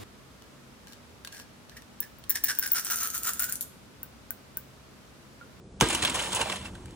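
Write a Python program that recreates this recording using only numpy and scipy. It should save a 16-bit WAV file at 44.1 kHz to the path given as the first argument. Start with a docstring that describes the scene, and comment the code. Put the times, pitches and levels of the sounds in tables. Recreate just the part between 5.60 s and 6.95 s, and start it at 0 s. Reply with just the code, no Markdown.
"""A car's side window breaks under an emergency hammer, outdoors and close by.
The tip touches, the pane cracks and rings, and the door thumps as the hammer's head lands.
The tempered glass gives way in clumps of briefly ringing crumbs that clatter down the door and
thin out, with sharp snaps and the clinks of larger shards. A low street rumble lies underneath."""
import sys
import numpy as np
from scipy import signal
from scipy.fft import rfft, irfft, next_fast_len
from scipy.io import wavfile

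SR = 44100
rng = np.random.default_rng(int(sys.argv[2]) if len(sys.argv) > 2 else 0)


def output_pcm(signal):
    """Save a mono or channel-first signal as 16-bit PCM at the path in sys.argv[1].

    Samples are clipped to [-1, 1] before scaling.
    """
    pcm = np.clip(np.atleast_2d(signal).T, -1, 1) * 32767
    wavfile.write(sys.argv[1], SR, np.round(pcm).astype(np.int16))


N = 59535


def amp(db):
    return 10 ** (np.asarray(db) / 20)


def unit_rms(x):
    return x / np.sqrt(np.mean(x ** 2) + 1e-20)


def along(points, hz):
    """Interpolate (frequency, value) points on a log axis."""
    f, v = np.transpose(points)
    return np.interp(np.log(hz + 1), np.log(f + 1), v)


def since(s):
    """Seconds after time s, zero before it."""
    return np.maximum(np.arange(N) / SR - s, 0)


def curves(rows):
    """One value per sample for each column after the time."""
    s, *columns = np.transpose(rows)
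    return [np.interp(since(0), s, column) for column in columns]


def filtered(x, response):
    """Apply a complex frequency response."""
    size = next_fast_len(N + SR // 4)
    return irfft(rfft(x, size) * response(np.fft.rfftfreq(size, 1 / SR)), size)[..., :N]


def noise(colour):
    """Two independent coloured noises, rms 1."""
    return unit_rms(filtered(rng.standard_normal((2, N)), lambda hz: amp(along(colour, hz))))


def burst(s, db, t60_s, attack_s=1e-4, hold_s=0):
    """Envelope: linear attack, hold from onset, exponential release."""
    return np.minimum(since(s) / attack_s, 1) * amp(db - 60 * since(s + hold_s) / t60_s)


def ring(s, hz, db, t60_s, attack_s, drift_rad=0):
    """One struck mode: a decaying sine."""
    return burst(s, db, t60_s, attack_s) * np.sin(2 * np.pi * hz * since(s) + drift_rad)


# likeness at the two microphone ports (frequency [Hz], coherence [clipped to -1..1])
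PORT_COHERENCE = [(300, 2.8), (700, 0.4), (1400, 0.64), (2200, 1.45), (5000, -0.03), (7500, 1.4),
                  (14000, 6)]


def widen(pair, coherence=PORT_COHERENCE):
    """Mix two independent signals to left and right with the given coherence."""
    angle = lambda hz: np.arccos(np.clip(along(coherence, hz), -1, 1)) / 2
    mid, side = filtered(pair, lambda hz: np.array([np.cos(angle(hz)), np.sin(angle(hz))]))
    return np.array([mid + side, mid - side])


# rumble spectrum (frequency [Hz], gain [dB])
STREET_COLOUR = [(20, -4), (40, -1.5), (60, 2), (130, -3), (165, -9.5), (190, 2), (225, -10.5), (370, -11),
                 (600, -20.5), (2000, -34), (8000, -39), (10500, -47), (12000, -86)]
# rumble envelope (time [s], level [dB])
STREET_ENVELOPE = [(0, -46.5), (.2, -43), (.97, -44), (1.15, -41.5), (1.35, -46)]
# left-right likeness (frequency [Hz], coherence [0..1])
STREET_COHERENCE = [(60, 0.98), (400, 0.98), (2000, 0.067), (9000, 0.72)]


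def street():
    """Low outdoor rumble with a faint hiss."""
    return widen(noise(STREET_COLOUR), STREET_COHERENCE) * amp(curves(STREET_ENVELOPE)[0])


# tip's touch, break and later splits (time [s], level [dB], t60 [s])
PANE_CRACKS = [(0.2012, -31, 0.13), (0.2099, -5.5, 0.0068), (0.2106, -24, 0.054), (0.2145, -20, 0.007),
               (0.3488, -18, 0.031), (0.4502, -16.5, 0.016), (0.899, -33, 0.024)]
# crack spectrum (frequency [Hz], gain [dB])
PANE_CRACK_COLOUR = [(200, 0), (1000, -1.5), (1400, 5.5), (2100, -13), (2900, 9.5), (4300, -7), (5200, -4),
                     (6250, -2), (7300, -3), (10000, -3), (15500, -5)]
# pane, struck by the tip (frequency [Hz], level [dB], t60 [s])
PANE_MODES = [(2840, -5, 0.0098), (6320, -8, 0.011), (1290, -14.5, 0.016), (940, -14, 0.015),
              (841, -7.5, 0.015), (395, -24, 0.055)]
# door, struck by the head (frequency [Hz], level [dB], t60 [s])
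DOOR_MODES = [(128, -13.5, 0.052), (300, -20, 0.052), (185, -26, 0.071), (448, -21, 0.12),
              (680, -25.5, 0.045), (960, -23, 0.028), (1230, -29, 0.24), (1608, -26.5, 0.13),
              (55.3, -24.5, 0.17)]
PANE_HIT_S, PANE_ATTACK_S = .2105, .00097
DOOR_HIT_S, DOOR_ATTACK_S = .2243, .0016


def hammer_blow():
    """The tip touches, the pane cracks through, and pane and door ring briefly."""
    cracks = widen(noise(PANE_CRACK_COLOUR)) * sum(burst(*crack) for crack in PANE_CRACKS)
    pane = sum(ring(PANE_HIT_S, *mode, PANE_ATTACK_S) for mode in PANE_MODES)
    door = sum(ring(DOOR_HIT_S, *mode, DOOR_ATTACK_S) for mode in DOOR_MODES)
    return cracks + pane + door


def fragment_hits(hz, spread_oct, t60_cycles, scatter_db, count, fragments=110):
    """Random contacts, rms 1, shared among fragments that each ring at their own pitch."""
    which, when, chance = rng.random((3, count))
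    rank = (np.arange(fragments)[:, None] + rng.random((fragments, 1))) / fragments
    deviation = np.log((rank + .02) / (1.02 - rank)) * np.sqrt(3) / np.pi  # logistic spread
    pitch_hz = np.minimum(hz * 2 ** (spread_oct * deviation), SR / 2)
    age = np.arange(int(t60_cycles * SR / hz))
    cycles = pitch_hz * age / SR
    rings = np.sqrt(pitch_hz / hz) * np.sin(2 * np.pi * cycles) * amp(-60 * cycles / t60_cycles)
    strength = amp(-scatter_db * np.log(np.maximum(chance, .02)))
    hits = strength[:, None] * rings[(which * fragments).astype(int)]
    positions = (when * N).astype(int)[:, None] + age
    return unit_rms(np.bincount(positions.ravel(), hits.ravel(), N)[:N])


# fall between clumps (time [s], chunks [dB], crumbs [dB], splinters [dB])
STEADY_FALL = [(.205, -100, -100, -100), (.215, -24.5, -26.5, -35), (.27, -41.5, -34, -40.5),
               (.36, -36.5, -33, -38.5), (.41, -39, -38.5, -44.5), (.46, -36, -29.5, -38.5),
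               (.53, -37.5, -38.5, -43.5), (.58, -35, -34, -41), (.66, -38, -35, -40.5),
               (.695, -39, -41, -43.5), (.81, -34.5, -36, -41), (.85, -39.5, -37.5, -47.5),
               (.94, -38, -41.5, -43), (1.0, -50, -45.5, -51), (1.07, -44.5, -48, -62),
               (1.12, -56.5, -62.5, -65.5), (1.35, -56.5, -58.5, -65.5)]
# glass giving way (time [s], chunks [dB], crumbs [dB], splinters [dB], hold [s])
GLASS_CLUMPS = [(0.268, -29, -37, -43, 0.003), (0.295, -29.5, -27.5, -32, 0.014),
                (0.326, -32, -27.5, -27.5, 0.0061), (0.342, -40, -38.5, -29.5, 0.0065),
                (0.42, -48, -25, -28, 0.0071), (0.432, -26.5, -30, -37, 0.0057),
                (0.446, -51, -22, -26, 0.003), (0.47, -36, -28, -50, 0.0083),
                (0.496, -57, -32, -34, 0.0052), (0.541, -33.5, -32.5, -32, 0.02),
                (0.588, -44, -30.5, -36, 0.013), (0.619, -51, -48, -32.5, 0.0038),
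                (0.717, -41, -32.5, -37.5, 0.018), (0.75, -48, -31.5, -33, 0.016),
                (0.766, -40, -33, -40, 0.009), (0.79, -33, -38, -42, 0.009),
                (0.809, -45, -27.5, -27, 0.0063), (0.895, -46, -29.5, -39.5, 0.0056),
                (0.916, -43, -31, -39.5, 0.0097), (0.955, -48, -35, -44, 0.012),
                (1.047, -48, -45, -49.5, 0.021), (1.147, -55, -48, -51, 0.0052)]
# tone of the shower (frequency [Hz], gain [dB])
SHOWER_COLOUR = [(300, -4), (950, 1), (2100, -3.5), (3000, .5), (5000, -2), (8000, -2), (10700, 4.5)]
# door under the chunks (frequency [Hz], gain [dB])
DRUM_COLOUR = [(40, -27), (130, -8), (300, -20), (450, -1.5), (650, -17), (1200, -12)]
# fragment sizes (pitch [Hz], spread [oct], t60 [cycles], scatter [dB], contacts [count])
CHUNK, CRUMB = (974, .558, 15.8, 2.2, 2100), (2903, .471, 31.3, 2.35, 5000)
SPLINTER, SLIVER = (7780, .315, 51, 2.4, 9000), (14000, .12, 25, 3.5, 80)
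SHOWER_TOP_HZ, SLIVER_DB, DRUM_DB = 11000, -17, -5.5


def falling_glass():
    """Three sizes of fragment fall steadily and in clumps; chunks drum on the door, slivers tick."""
    flows = []
    for size, steady_db in enumerate(curves(STEADY_FALL)):
        clump_power = sum(burst(s, levels_db[size], t60_s=.052, attack_s=.0045, hold_s=hold_s) ** 2
                          for s, *levels_db, hold_s in GLASS_CLUMPS)
        flows.append(np.sqrt(amp(steady_db) ** 2 + clump_power))
    chunk_flow, _, splinter_flow = flows
    streams = np.array([[fragment_hits(*kind) for kind in (CHUNK, CRUMB, SPLINTER)] for _ in range(2)])
    tone = lambda hz: amp(along(SHOWER_COLOUR, hz)) / np.sqrt(1 + (hz / SHOWER_TOP_HZ) ** 60)
    shower = filtered(np.sum(streams * flows, axis=1), tone)
    slivers = amp(SLIVER_DB) * splinter_flow * np.array([fragment_hits(*SLIVER) for _ in range(2)])
    drumming = amp(DRUM_DB) * chunk_flow * noise(DRUM_COLOUR)
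    return widen(shower + slivers + drumming)


# door panel resonances (frequency [Hz], width [Hz], gain [dB])
PANEL_MODES = [(244.8, 18.5, 0), (316.5, 18.7, 0), (364, 25, -3.5)]
# hum envelope (time [s], level [dB])
PANEL_ENVELOPE = [(.21, -90), (.23, -37), (.34, -39), (.39, -47.5), (.45, -41.5), (.51, -41.5), (.57, -48),
                  (1.0, -56.5)]


def panel_hum():
    """The door panel hums at its resonances under the falling glass."""
    def response(hz):
        return sum((-1) ** k * amp(db) * 1j * hz * width / (centre ** 2 - hz ** 2 + 1j * hz * width)
                   for k, (centre, width, db) in enumerate(PANEL_MODES))
    return unit_rms(filtered(rng.standard_normal(N), response)) * amp(curves(PANEL_ENVELOPE)[0])


# after the blow and as the loose edge gives (time [s], level [dB], t60 [s])
DOOR_SHUDDERS = [(0.217, -29, 0.23), (.436, -34, 0.084), (0.807, -33, 0.16)]
# shudder spectrum (frequency [Hz], gain [dB])
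DOOR_SHUDDER_COLOUR = [(30, -20), (60, 2), (130, 8), (220, -7.5), (370, 6), (520, -3.5), (900, -50)]
THUMP_S, THUMP_DB, THUMP_HZ = .2230, -13.5, 208


def door_thump():
    """One low push of the door as the hammer's head bottoms out, and its dull shudders."""
    phase_squared = (np.pi * THUMP_HZ * (since(0) - THUMP_S)) ** 2
    push = amp(THUMP_DB) * (2 * phase_squared - 1) * np.exp(-phase_squared)
    shudders = sum(burst(*shudder, DOOR_ATTACK_S) for shudder in DOOR_SHUDDERS)
    return push + shudders * widen(noise(DOOR_SHUDDER_COLOUR))


# sharp snaps (time [s], level [dB])
PANE_SNAPS = [(0.2873, -15), (0.498, -22), (0.7307, -22), (0.7489, -14.5), (0.753, -27), (0.7601, -15.5),
              (1.258, -39), (1.309, -41)]
# snap spectrum (frequency [Hz], gain [dB])
PANE_SNAP_COLOUR = [(500, -28), (4000, -15), (8500, 2.5), (11000, -2), (12500, -11), (15500, -3)]


def snaps():
    """Single bright breaks in the crazed pane."""
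    return widen(noise(PANE_SNAP_COLOUR)) * sum(burst(s, db, t60_s=.0087) for s, db in PANE_SNAPS)


# shard landings, plus one low knock of the door body at 0.8055 s (time [s], pitch [Hz], level [dB], t60 [s])
STRUCK_RINGS = [(.427, 4130, -22, 0.026), (.4496, 3370, -16.5, 0.038), (.7325, 955, -25, 0.026),
                (.7465, 957, -28, 0.033), (.769, 865, -24.5, 0.044), (.798, 1610, -25.5, 0.023),
                (.803, 1000, -23.5, .025), (.8055, 533, -22.5, 0.026), (.811, 796, -23.5, 0.049),
                (.8145, 2760, -21.5, 0.042), (.817, 1620, -28, 0.043), (.826, 867, -24.5, .04),
                (.859, 720, -25, 0.047), (.871, 788, -28.5, 0.062), (.8985, 1110, -22.5, 0.027),
                (.9245, 2730, -26, 0.022), (.931, 700, -33, 0.072), (1.0565, 2685, -34.5, 0.073),
                (1.153, 1550, -41, 0.033), (1.2575, 1460, -37, 0.0069), (1.2815, 2360, -44.5, 0.014),
                (1.3066, 1290, -40, 0.0087)]
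# chip and scrape of a landing (frequency [Hz], gain [dB])
CHIP_COLOUR = [(400, -6), (2500, -1.5), (6000, -7.5), (12000, -35)]
CLINK_ATTACK_S, CLINK_WIDTH_HZ = .0007, 70
CHIP_DB, CHIP_T60_S = -6.5, .016


def clinks():
    """Larger shards land with a dry chip and rattle, each around its own pitch; among them the door gives one
    low knock."""
    step_rad = np.sqrt(2 * np.pi * CLINK_WIDTH_HZ / SR)
    drifts_rad = step_rad * np.cumsum(rng.standard_normal((len(STRUCK_RINGS), N)), axis=1)
    rings = sum(ring(*shard, CLINK_ATTACK_S, drift) for shard, drift in zip(STRUCK_RINGS, drifts_rad))
    chips = sum(burst(s, db + CHIP_DB, CHIP_T60_S, CLINK_ATTACK_S) for s, _, db, _ in STRUCK_RINGS)
    return rings + chips * widen(noise(CHIP_COLOUR))


# left-right likeness of the tail (frequency [Hz], coherence [0..1])
CABIN_COHERENCE = [(200, 1), (500, 1), (2000, 0.25), (8000, 0.38)]
CABIN_DB, CABIN_T60_S = -12, .055


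def cabin(x):
    """Short reverberation of the car's body and interior."""
    decay = amp(-60 * since(0) / CABIN_T60_S)
    tail = widen(rng.standard_normal((2, N)) * decay, CABIN_COHERENCE)[:, :SR // 4]
    return amp(CABIN_DB) * signal.fftconvolve(x, tail / np.linalg.norm(tail[0]), axes=1)[:, :N]


# level between ports (frequency [Hz], left minus right [dB])
PORT_BALANCE = [(200, 0.5), (380, 0.5), (600, -7.5), (850, -5.5), (1290, -3.5), (2380, 2), (4400, -1),
                (12000, 0)]
# phase between ports (frequency [Hz], left lead [rad])
PORT_LEAD = [(150, 0), (600, -.6), (1300, .1), (2100, .1), (2700, -1.7), (3900, -2.2), (5400, -.5),
             (6500, -.2), (9000, -1.1), (11500, -2.8)]


def microphone_ports(x):
    """Sound reaches the two ports with different level and phase."""
    half = np.array([[.5], [-.5]])
    gain = lambda hz: amp(half * along(PORT_BALANCE, hz))
    return filtered(x, lambda hz: gain(hz) * np.exp(1j * half * along(PORT_LEAD, hz)))


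def scene():
    """The breaking window and the cabin's answer, over the street."""
    window = hammer_blow() + door_thump() + falling_glass() + snaps() + clinks() + panel_hum()
    return microphone_ports(window + cabin(window)) + street()


LOW_CUT_HZ, TOP_HZ = 37, 15900


def record(dry):
    """Second-order low cut and a steep upper band limit."""
    low_cut = lambda hz: (1j * hz / (LOW_CUT_HZ + 1j * hz)) ** 2
    return filtered(dry, lambda hz: low_cut(hz) / np.sqrt(1 + (hz / TOP_HZ) ** 120))


dry = scene()
out = record(dry)
output_pcm(out)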